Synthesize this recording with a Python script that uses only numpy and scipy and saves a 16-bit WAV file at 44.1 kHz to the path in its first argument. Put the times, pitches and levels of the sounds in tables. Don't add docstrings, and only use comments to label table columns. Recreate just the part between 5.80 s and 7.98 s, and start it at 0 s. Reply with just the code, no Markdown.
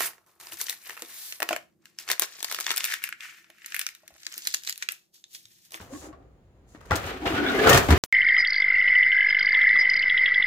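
import sys
import numpy as np
from scipy import signal
from scipy.fft import rfft, irfft, next_fast_len
from scipy.io import wavfile
from scipy.ndimage import uniform_filter1d, map_coordinates

SR = 44100
rng = np.random.default_rng(int(sys.argv[2]) if len(sys.argv) > 2 else 0)


def invert_db(x):
    u = np.asarray(x, float) / 20
    return 10 ** u


def materialize(psi):
    bounded = np.clip(np.atleast_2d(psi).T, -1, 1)
    quanta = np.round(bounded * 32767).astype(np.int16)
    wavfile.write(sys.argv[1], SR, quanta)


N = 96093
TIME = np.arange(N) / SR
LEFT_LEADS_S = 0.0001


def unit(x):
    return x / np.sqrt(np.mean(x ** 2) + 1e-20)


def along(points, hz):
    f, value = np.transpose(points)
    return np.interp(np.log(hz + 1), np.log(f + 1), value)


def curves(rows):
    s, level, *others = np.transpose(rows)
    return [np.interp(TIME, s, level, -150, -150)] + [np.interp(TIME, s, column) for column in others]


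def filtered(x, response):
    size = next_fast_len(N + SR // 2)
    return irfft(rfft(x, size) * response(np.fft.rfftfreq(size, 1 / SR)), size)[..., :N]


def modes(table):
    def response(f):
        total = 0
        for k, (hz, width, db) in enumerate(table):
            total = total + (-1) ** k * invert_db(db) * 1j * f * width / (hz * hz - f * f + 1j * f * width)
        return total
    return response


def colour(points):
    return lambda f: invert_db(along(points, f))


# f/Hz, left-right likeness
LIKENESS = [(60, 0.94), (250, 1), (640, 0.76), (1400, 0.15), (4000, 0.063), (9000, 0.11)]


def pair():
    turn = lambda f: np.arccos(np.clip(along(LIKENESS, f), -1, 1)) / 2
    split = lambda f: np.array([np.cos(turn(f)), np.sin(turn(f))])
    mid, side = filtered(rng.standard_normal((2, N)), split)
    lead = lambda f: np.exp(1j * np.pi * LEFT_LEADS_S * np.array([f, -f]))
    return filtered(np.array([mid + side, mid - side]), lead)


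def slips(rate, spread_db, length_s):
    draw = rng.random((2, N))
    kicks = (draw[0] < rate / SR) * invert_db(-spread_db * np.log(draw[1] + .04))
    decay = np.exp(-np.arange(600) / SR / length_s)
    return unit(signal.fftconvolve(kicks, decay)[:N] * pair())


def driven(excite, level_db, response):
    scale = np.sqrt(np.mean(filtered(excite, response) ** 2))
    return filtered(excite * invert_db(level_db), response) / scale


# f/Hz, level/dB per Hz
TRAFFIC = [(15, -38), (45, -15.5), (110, -9.5), (175, -15), (230, -19), (530, -25), (1200, -35),
           (4500, -48.5), (8000, -65)]
# t/s, level/dB
ENGINE = [(0, -60), (.25, -53.5), (.48, -57.5), (.65, -63.5), (.9, -56.5), (2.18, -37)]


def garden():
    traffic = invert_db(-59) * unit(filtered(pair(), colour(TRAFFIC)))
    engine_mode = modes([(60.6, 31, 0)])
    hum = invert_db(curves(ENGINE)[0]) * unit(filtered(pair(), lambda f: engine_mode(f) ** 2))
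    hiss = invert_db(-85) * rng.standard_normal((2, N))
    return traffic + hum + hiss


# t/s, load level/dB, rattle share/dB
CREAK = [(0, -54.5, 16.5), (.07, -56, -11.5), (.15, -50.5, 4.5), (.2, -55.5, -7.5), (.24, -47, 0),
         (.31, -55, -8), (.38, -57, -18), (.7, -77.5, -6), (.92, -63.5, -4.5), (1.0, -66, 3),
         (1.09, -60.5, 6), (1.108, -45.5, 8)]
# f/Hz, width/Hz, level/dB
RAILS = [(264.3, 15.5, 2.5), (376, 33, 2.5), (494, 104, -2), (720, 120, -4), (800, 34, -3),
         (1210, 135, -12)]
# f/Hz, level/dB per Hz
KNOCK = [(90, 5.5), (300, -5), (700, -2.5), (1200, -2.5), (1850, -5), (2500, -10.5), (8000, -26.5),
         (16000, -92)]


def creak():
    load_db, rattle_db = curves(CREAK)
    tyres = driven(slips(800, 2.8, 0.0021), load_db, modes(RAILS))
    rattle = driven(slips(1500, 0.98, 0.0008), load_db + rattle_db, colour(KNOCK))
    return tyres + rattle


# t/s, peak level/dB, brightness/dB, length/s
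BLOWS = [(.005, -45, -4, 0.12), (0.217, -44, -22, 0.02), (.326, -46, -36, 0.02), (.425, -60, -27, 0.017),
         (0.947, -42, -27, 0.023), (1.007, -40.5, -15.5, 0.021), (1.053, -45, -11, 0.044),
         (1.1077, -14.5, -20.5, 0.014), (1.115, -20.5, -27, 0.023), (1.1555, -26.5, 2.5, 0.025),
         (1.456, -18.5, -28, 0.024), (1.87, -5, -22, .022), (1.892, -8.5, -5.5, 0.034),
         (1.929, -13.5, -2.5, 0.027), (1.945, -5.5, -14.5, 0.019), (1.973, -16.5, -0.5, 0.021),
         (2.085, -15.5, -19.5, 0.036), (2.104, -13.5, -13, 0.042), (2.165, -26, -21, 0.033)]
# f/Hz, level/dB per Hz
GRIT = [(1470, -85), (2500, -9.5), (5250, -12.5), (6500, -9.5), (9950, -18.5), (13900, -14.5), (15600, -18),
        (16500, -67)]


def blows():
    def dying(s, db, t60):
        since = np.maximum(TIME - s, 0)
        return (1 - np.exp(-since / 0.00069)) * invert_db(db - 60 * since / t60)

    knock = sum(dying(s, db - 7, 6.77 * length) for s, db, bright, length in BLOWS)
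    snap = sum(dying(s, db + bright - 0.5, 4.2 * length * 0.67) for s, db, bright, length in BLOWS)
    wood = unit(filtered(slips(3500, 5.1, 0.00038), colour(KNOCK)))
    plastic = unit(filtered(slips(5600, 5.5, 0.0006), colour(GRIT)))
    return knock * wood + snap * plastic


# t/s, push level/dB
THUDS = [(0.011, -40), (1.115, -17), (1.248, -28.5), (1.461, -33), (1.53, -24), (1.858, -29), (1.948, -20),
         (1.958, -24), (2.0971, -8), (2.111, -5.5), (2.1234, -11.5), (2.135, -27)]
# f/Hz, width/Hz, level/dB
BIN = [(77.8, 15, -3), (103.5, 7, 0.5), (158.6, 23, -8), (263, 8.8, -6.5)]


def bin_boom():
    push_s = 0.0024
    push = sum(invert_db(db + 12.5) * np.exp(-((TIME - s) / push_s) ** 2) for s, db in THUDS)
    return filtered(push, modes(BIN))


# t/s, gear load level/dB
WHIRRS = [
    [(.06, -78), (.13, -51), (.2, -49.5), (.27, -53.5), (.32, -75), (.4, -100)],
    [(.86, -90), (.89, -65.5), (.95, -65.5), (1.0, -75), (1.1, -63.5)],
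]
# f/Hz, level/dB per Hz
GEARS = [(1500, -62), (2500, -9), (4000, -6.5), (6650, -5), (11000, -10), (14500, -14), (16500, -23)]


def gears():
    teeth_per_s, depth = 160, 0.18
    wander = 1 + 3 * uniform_filter1d(rng.standard_normal(N), 400)
    teeth = 1 + depth * np.sin(2 * np.pi * np.cumsum(teeth_per_s * wander) / SR)
    load = sum(invert_db(curves(rows)[0]) for rows in WHIRRS)
    case = modes([(6800, 800, 5)])
    idle = invert_db(-87.5) * unit(filtered(pair(), lambda f: case(f) ** 2))
    whirr = unit(filtered(pair() * teeth, lambda f: colour(GEARS)(f) * (1 + case(f))))
    return idle + load * whirr


# t/s, length/s, level/dB, f/Hz
CHATTER = [(0.103, 0.033, -48.5, 545), (.122, 0.06, -40, 281.7), (0.132, 0.043, -52, 1110),
           (.228, 0.1, -49, 292), (.328, 0.029, -56, 1122), (0.95, 0.033, -57.5, 268),
           (1.416, 0.062, -34, 312), (1.423, 0.07, -38.5, 792), (1.497, 0.071, -33, 329.4),
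           (1.575, 0.084, -28.5, 278), (1.581, 0.098, -31.5, 371), (1.562, 0.062, -30.5, 1485),
           (1.64, 0.05, -31, 1470), (1.668, 0.14, -35, 267), (1.709, 0.16, -37, 428),
           (1.775, 0.036, -29, 1720), (1.795, 0.128, -26, 446), (1.86, 0.024, -19.5, 1536),
           (1.895, 0.034, -24.5, 1240), (1.895, 0.048, -25, 1848), (1.953, 0.0425, -28.5, 403),
           (1.655, 0.04, -36, 2210), (1.735, 0.048, -35.5, 2050), (.326, 0.032, -54, 654),
           (.418, 0.021, -59, 291), (1.46, 0.029, -36, 561), (1.875, 0.052, -24.5, 478),
           (2.12, 0.023, -23, 256), (1.69, 0.053, -33.5, 1424)]


def chatter():
    glide, edge = 0.59, 0.29
    size = SR // 4
    out, rough = np.zeros((2, N + SR)), slips(1500, 2, .0015)
    t, f = np.arange(size) / SR, np.fft.rfftfreq(size, 1 / SR)
    for k, (s, length, db, hz) in enumerate(CHATTER):
        excite = rough[:, k * 2500:][:, :size]
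        resonance = modes([(hz, 27 + 0.044 * hz, 0)])(f)
        ring = irfft(rfft(excite) * resonance ** 2, size)
        ring = ring / np.abs(signal.hilbert(ring)) ** 0.57
        warp = np.clip(t + glide * t * (t - length) / 2 + .03, 0, t[-1]) * SR
        fade = np.clip(np.minimum(2 * t, length - t) / length / edge, 0, 1)
        line = fade * np.array([map_coordinates(side, [warp]) for side in ring])
        even = np.sqrt(length * SR / np.mean(np.sum(line ** 2, 1)))
        out[:, round(s * SR):][:, :size] += invert_db(db) * line * even
    return out[:, :N]


# t/s, peak level/dB, f/Hz, t60/s
TAPS = [(.3265, -47, 1116, 0.041), (.9485, -37, 284, 0.03), (.949, -47, 1850, 0.028),
        (.967, -50, 900, 0.016), (1.0125, -46, 1230, 0.022), (1.049, -49, 1090, 0.033),
        (1.066, -41, 483, 0.032), (1.108, -33, 610, .05), (1.1105, -17, 1167, 0.048),
        (1.112, -20, 1950, 0.047), (1.118, -14.5, 1385, 0.037), (1.119, -25.5, 853, 0.11),
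        (1.131, -15, 1410, 0.016), (1.15, -22.5, 306, .06), (1.4195, -35, 775, .04),
        (1.454, -23.5, 690, .04), (1.464, -32, 1370, 0.035), (1.477, -22, 2880, 0.04),
        (1.478, -28, 3210, 0.03), (1.519, -35, 1400, 0.031), (1.584, -19, 1463, 0.031),
        (1.663, -22, 1644, 0.059), (1.664, -23.5, 3450, .04), (1.684, -27.5, 3470, .05),
        (1.685, -27, 3740, 0.061), (1.686, -33, 4280, 0.036), (1.705, -21, 1454, 0.08),
        (1.787, -23, 1693, .09), (1.846, -15, 1220, 0.021), (1.855, -24, 93, .1), (1.872, -13, 1464, 0.034),
        (1.877, -12, 1354, .04), (1.887, -11, 1252, 0.035), (1.895, -18, 502, 0.12),
        (1.908, -15.5, 548, 0.074), (1.921, -15, 1154, 0.062), (1.93, -12.5, 1838, 0.033),
        (1.931, -12, 3133, 0.049), (1.941, -20, 1116, 0.026), (1.943, -14.5, 143, 0.069),
        (1.9495, -12.5, 1147, 0.033), (1.958, -13, 154, 0.037), (1.974, -14, 1840, 0.017),
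        (1.982, -15.5, 420, .05), (2.088, -22.5, 823, 0.077), (2.0885, -11.5, 285, 0.034),
        (2.0945, -12, 87.5, 0.062), (2.119, -16.5, 434, 0.044), (2.139, -16.5, 380, 0.062)]


def taps():
    rise_s, click_t60_s = 0.00021, 0.0024
    out, t = np.zeros((2, N + SR)), np.arange(SR // 5) / SR
    delay = np.array([[0], [LEFT_LEADS_S]])
    for s, db, hz, t60 in TAPS:
        lean_db = np.array([[1], [-1]]) * rng.standard_normal()
        ring = np.sin(2 * np.pi * hz * (t - delay)) * invert_db(-60 * t / t60 + lean_db)
        click = 0.22 * min(hz / 1500, 1) * invert_db(-60 * t / click_t60_s) * rng.standard_normal((2, len(t)))
        out[:, round(s * SR):][:, :len(t)] += invert_db(db) * (1 - np.exp(-t / rise_s)) * (ring + click)
    return out[:, :N]


# t/s, pressure level/dB, grit share/dB
SLIDE = [(1.108, -62, -9), (1.13, -32, -15.5), (1.22, -42.5, -7.5), (1.27, -37, -7.5), (1.33, -39.5, -15),
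         (1.4, -49.5, -9.5), (1.452, -43.5, -10), (1.459, -29, -16), (1.51, -35, -10.5),
         (1.545, -30.5, -15.5), (1.62, -35, -16), (1.7, -32, -13), (1.8, -28, -12), (1.87, -22, -13),
         (1.98, -27, 0.5), (2.02, -31.5, -9), (2.075, -40, -1), (2.179, -29.5, -12.5)]
# f/Hz, level/dB per Hz
WOOD = [(35, -21), (200, -10.5), (280, -17.5), (920, -15.5), (1470, -12), (3300, -19), (6000, -34),
        (13000, -100)]


def slide():
    press_db, grit_db = curves(SLIDE)
    rails = driven(slips(860, 0.5, 0.0011), press_db, modes(RAILS))
    wood = driven(slips(2000, 3.4, 0.015), press_db + 1.5, colour(WOOD))
    grit = driven(slips(3300, 2.0, 0.0021), press_db + grit_db, colour(GRIT))
    return rails + wood + grit


# f/Hz, t60/s
YARD = [(100, 0.83), (1000, 0.34), (4000, 0.092), (12000, 0.1)]


def yard(x):
    hz, t, z = signal.stft(rng.standard_normal((2, SR // 3)), SR, nperseg=256)
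    tail = signal.istft(z * invert_db(-60 * t / along(YARD, hz)[:, None]), SR, nperseg=256)[1]
    late = np.pad(x, ((0, 0), (300, 0)))
    return signal.fftconvolve(late, tail / np.linalg.norm(tail[0]), axes=1)[:, :N]


def ports(f):
    left_db = 1.1 + 1 * f / np.hypot(f, 6000)
    return invert_db(np.outer([.5, -.5], left_db)) * f ** 2 / np.hypot(f ** 2, 68 ** 2)


def scene():
    toy = creak() + blows() + bin_boom() + gears() + chatter() + taps() + slide()
    answer = filtered(yard(toy), lambda f: f / np.hypot(f, 680))
    return garden() + filtered(toy + invert_db(-9) * answer, ports)


def top_cut(x):
    return signal.sosfilt(signal.butter(12, 16800, fs=SR, output="sos"), x)


def record(dry):
    mix = dry / (1 + np.abs(dry / .95) ** 4) ** 0.41
    return top_cut(mix)


dry = scene()
out = record(dry)
materialize(out)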